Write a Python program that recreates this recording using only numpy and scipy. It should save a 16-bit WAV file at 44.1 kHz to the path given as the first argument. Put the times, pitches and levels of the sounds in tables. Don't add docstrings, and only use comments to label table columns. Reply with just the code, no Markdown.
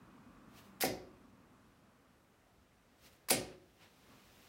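import sys
import numpy as np
from scipy import signal
from scipy.io import wavfile
from scipy.ndimage import uniform_filter1d

SR = 44100
rng = np.random.default_rng(int(sys.argv[2]) if len(sys.argv) > 2 else 0)


def gain_from_db(level_db):
    decades = np.asarray(level_db, float) / 20
    return 10 ** decades


def master(y):
    cut = np.clip(np.atleast_2d(y).T, -1, 1)
    pcm = np.round(cut * 32767)
    wavfile.write(sys.argv[1], SR, pcm.astype(np.int16))


N = 197964
T = np.arange(N) / SR

# f/Hz, level/dB per Hz
OUTSIDE_NOISE = [(18, -36), (30, -3.5), (71, -21), (102, -3.5), (134, -9.5), (247, 2), (350, -25),
                 (388, -11.5), (794, -17), (1170, -10.5), (2500, -38), (2710, -45.5), (4000, -44.5),
                 (5200, -60), (8800, -120)]
# f/Hz, width/Hz, level/dB
ENGINE_HUMS = [(47, 4.6, -11), (104, 41, -7), (194.4, 5.2, -7.5), (249, 31, -11.5), (1155, 156, -7.5),
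               (2510, 110, -20.5)]
# f/Hz, level/dB per Hz
ROOM_HUSH = [(18, -29), (30, -0.5), (75, -6.5), (108, -4.5), (164, -9.5), (236, -11), (637, -12.5),
             (745, -14), (993, -20.5), (1260, -16.5), (3480, -27), (15400, -36)]
# f/Hz, level/dB per Hz
CLOTH_COLOUR = [(100, -2), (400, 0.5), (1200, -7), (2800, -1.5), (6000, -3.5), (10000, -7.5), (13000, -6.5),
                (16000, 0.5)]
# t/s, level/dB
THROWS = [
    (.588, -57),
    (3.065, -57.5),
]
# peak t/s, level/dB, rise/dB per s, fall/dB per s, brightness/dB per octave
ARM_MOVES = [
    (3.53, -66.5, 56.5, 248, -12),
    (3.832, -60, 299, 194.5, -7),
    (4.11, -66.5, 47, 33, -5.5),
    (4.48, -63, 17, 18, -3.8),
]
# t/s, level/dB, crunch length/ms, loudest ring f/Hz
CONTACTS = [(0.8037, -45.5, 3.8, 8900), (0.8082, -31.5, 1.8, 3330), (.811, -30.5, 7.7, 12500),
            (.8160, -39, 5.5, 3630), (0.8164, -36, 4, 12900), (0.8235, -28, 5, 2040),
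            (.8303, -30, 1.6, 14000), (0.8324, -32.5, 2.5, 2090), (0.8472, -33.5, 4, 12800),
            (.8500, -36, 9.5, 5000), (3.2861, -39, 4, 1050), (3.2871, -41, 4.7, 2205),
            (3.2879, -38, 8.9, 12170), (3.2995, -31.5, 5.1, 12130), (3.3028, -26.5, 5.7, 2340),
            (3.3060, -19.5, 3.3, 9100), (3.3093, -29.5, 1.8, 14300), (3.3102, -27, 1.7, 2620),
            (3.3128, -25, 1.9, 9900), (3.321, -33.5, 4.7, 7500), (3.3290, -33.5, 4.1, 3260)]
# f/Hz, width/Hz, level/dB
DART_RINGS = [(1234, 700, -2), (2080, 330, 4.5), (2520, 160, 2), (3470, 1200, -7.5), (4850, 900, 7),
              (6130, 2300, -4), (9900, 1300, 2), (12500, 2000, -4), (15900, 3100, 3)]
# t/s, level/dB, push length/ms
THUMPS = [
    (0.81, -41, 0.66),
    (0.8345, -31.5, 0.42),
    (.8370, -20, 0.96),
    (.8560, -25.5, 0.74),
    (3.2860, -38.5, 0.23),
    (3.3050, -24.5, 0.31),
    (3.3134, -21, 1.11),
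    (3.3322, -28.5, 1.38),
]
# f/Hz, level/dB, time to fall 60 dB/s
PANEL_MODES = [(61.8, -22, 0.7), (85.7, -25.5, 0.33), (107.6, -19.5, 0.45), (123.4, -14, 0.48),
               (147.2, -14.5, 0.44), (179.8, -19, 1), (200.6, -13, 0.45), (259.1, -2, 0.15),
               (271.4, -7.5, 0.27), (305.9, -14, 0.56)]
# f/Hz, level/dB, time to fall 60 dB/s
BOARD_MODES = [(330.5, -6, 0.263), (360.3, -8.5, .5), (374, -9.5, 0.5), (401.7, -13, 0.97),
               (512.4, -2.5, 0.25), (522.6, -13.5, 0.28), (552.5, -3.5, 0.46), (620, -28, 0.36),
               (703, -24, 0.22), (692, -17.5, 0.22), (763, 4.5, 0.14), (797, -12, 0.18), (960, -18.5, 0.26)]
# f/Hz, time to fall 60 dB/s
ROOM_T60 = [(60, 1), (250, 0.56), (700, 0.44), (2000, 0.36), (5000, 0.35), (10000, 0.16), (16000, 0.061)]


def level(x, db):
    return x * gain_from_db(db) / np.sqrt(np.mean(x ** 2))


def on_log(table, hz):
    f, value = np.transpose(table)
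    return np.interp(np.log(np.maximum(hz, 1)), np.log(f), value)


def band(x, hz, width):
    return signal.lfilter(*signal.iirpeak(min(hz, .45 * SR), hz / width, fs=SR), x)


def walk(rate):
    gap = int(SR / rate)
    knots = rng.standard_normal(N // gap + 2)
    slow = uniform_filter1d(np.interp(T * SR / gap, np.arange(len(knots)), knots), gap)
    return slow / slow.std()


def air(spectrum, flicker_db, tilt_db=0., grit=1.):
    centres = 43 * 2 ** np.arange(0, 9, .5)
    weights = gain_from_db(on_log(spectrum, centres)) * np.sqrt(centres)
    weights = weights / np.linalg.norm(weights)
    out = 0
    for hz, weight in zip(centres, weights):
        noise = grit * rng.standard_normal(N)
        noise = band(band(noise, hz, hz / 2), hz, hz / 2)
        gain_db = flicker_db * walk(7.5) + tilt_db * np.log2(max(hz, 1800) / 4000)
        out = out + weight * level(noise, 0) * gain_from_db(gain_db)
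    return out


def tent(s, db, rise_db_s, fall_db_s):
    return gain_from_db(db - np.where(T < s, rise_db_s * (s - T), fall_db_s * (T - s)))


def rumble():
    hums = sum(level(band(rng.standard_normal(N), hz, width), db) for hz, width, db in ENGINE_HUMS)
    drone = air(OUTSIDE_NOISE, 1.2)
    leaving = tent(.81, -58.5, 0, 8)
    return_s, return_rise_db_s = 4.135, 95
    swell = tent(return_s, -62.5, return_rise_db_s, 140)
    stays = tent(return_s, -71.5, return_rise_db_s, 0)
    return (drone + hums) * (leaving + swell + stays) * gain_from_db(-4.5)


def hush():
    return level(air(ROOM_HUSH, .7), -69.5)


def sleeve():
    follow_lag_s, follow_db = .064, -8
    # rise and fall in dB per s, brightness in dB per octave
    whips = [(s, db, 222, 295, -3.5) for s, db in THROWS]
    drags = [(s + follow_lag_s, db + follow_db, 396, 167, -3.5) for s, db in THROWS]
    swishes = whips + drags + list(ARM_MOVES)
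    power = np.array([tent(*swish[:4]) ** 2 for swish in swishes]) + 1e-30
    total = power.sum(axis=0)
    tilt_db = np.array(swishes)[:, 4] @ power / total
    grit = gain_from_db(.85 * rng.exponential(size=N))
    rub = air(CLOTH_COLOUR, .33, tilt_db, grit)
    round_s = .016
    return rub * gain_from_db(.5) * uniform_filter1d(np.sqrt(total), int(round_s * SR) + 1)


def steel(burst, hz):
    rung = sum(gain_from_db(db) * band(burst, f, width) for f, width, db in DART_RINGS)
    own = band(burst, hz, .13 * hz)
    broad = band(burst, 5000, 9000)
    rung = rung / rung.std() + own / own.std() + gain_from_db(-6.5) * broad / broad.std()
    return rung / np.linalg.norm(rung)


def crunch():
    direct, spread = np.zeros((2, N))
    t = np.arange(2048) / SR
    shape = (len(CONTACTS), len(t))
    snaps = rng.standard_normal(shape) * gain_from_db(1.2 * rng.exponential(size=shape))
    click = 1. 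* (t == 0)
    for (s, db, ms, hz), snap in zip(CONTACTS, snaps):
        i = int(s * SR)
        gain = gain_from_db(db) * np.sqrt(ms * SR / 2000)
        direct[i:i + len(t)] += gain * steel(snap * np.exp(-t * 1000 / ms), hz)
        spread[i:i + len(t)] += gain * steel(click, hz)
    return direct, spread


def board():
    force = 0
    for s, db, ms in THUMPS:
        phase = np.clip((T - s) * 1000 / ms - .5, -.5, .5)
        force = force + gain_from_db(db) * np.cos(np.pi * phase) ** 2
    knock = band(band(force, 490, 406), 483, 2400)
    ring = 0
    for hz, db, t60 in PANEL_MODES + BOARD_MODES:
        turn = 2j * np.pi * hz / SR
        pole = np.exp(turn - np.log(1000) / (t60 * SR))
        swell = np.exp(-hz / (1.3 * SR))
        feedback = np.convolve([1, -pole], [1, -swell * np.exp(turn)])
        ring = ring + gain_from_db(db) * signal.lfilter([1 - swell], feedback, force).imag
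    return gain_from_db(6) * knock, gain_from_db(-39) * ring


def room():
    t = np.arange(SR) / SR
    tail = 0
    for hz in 45 * 2 ** np.arange(0, 9, .5):
        t60 = on_log(ROOM_T60, hz)
        echo = band(rng.standard_normal(SR), hz, hz / 3) * gain_from_db(-60 * t / t60)
        tail = tail + echo / np.sqrt(t60)
    gap_s, rise_s = .0062, .0024
    tail = tail * np.clip((t - gap_s) / rise_s, 0, 1)
    return tail / np.linalg.norm(tail)


def scene():
    hard, spread = crunch()
    knock, ring = board()
    dull = signal.sosfilt(signal.butter(6, 866, fs=SR, output="sos"), knock)
    sent = gain_from_db(-3) * spread + gain_from_db(-3.5) * dull + gain_from_db(-11) * ring
    walls = signal.fftconvolve(sent, room())[:N]
    return (rumble() + hush() + sleeve() + hard + knock + ring + walls)[None]


def top_cut(x):
    return signal.sosfilt(signal.butter(12, 16790, fs=SR, output="sos"), x)


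def record(dry):
    no_bass = signal.sosfilt(signal.butter(4, 42, "high", fs=SR, output="sos"), dry)
    mix = signal.sosfilt(signal.ellip(8, .2, 45, 15850, fs=SR, output="sos"), no_bass)
    return top_cut(mix)


dry = scene()
out = record(dry)
master(out)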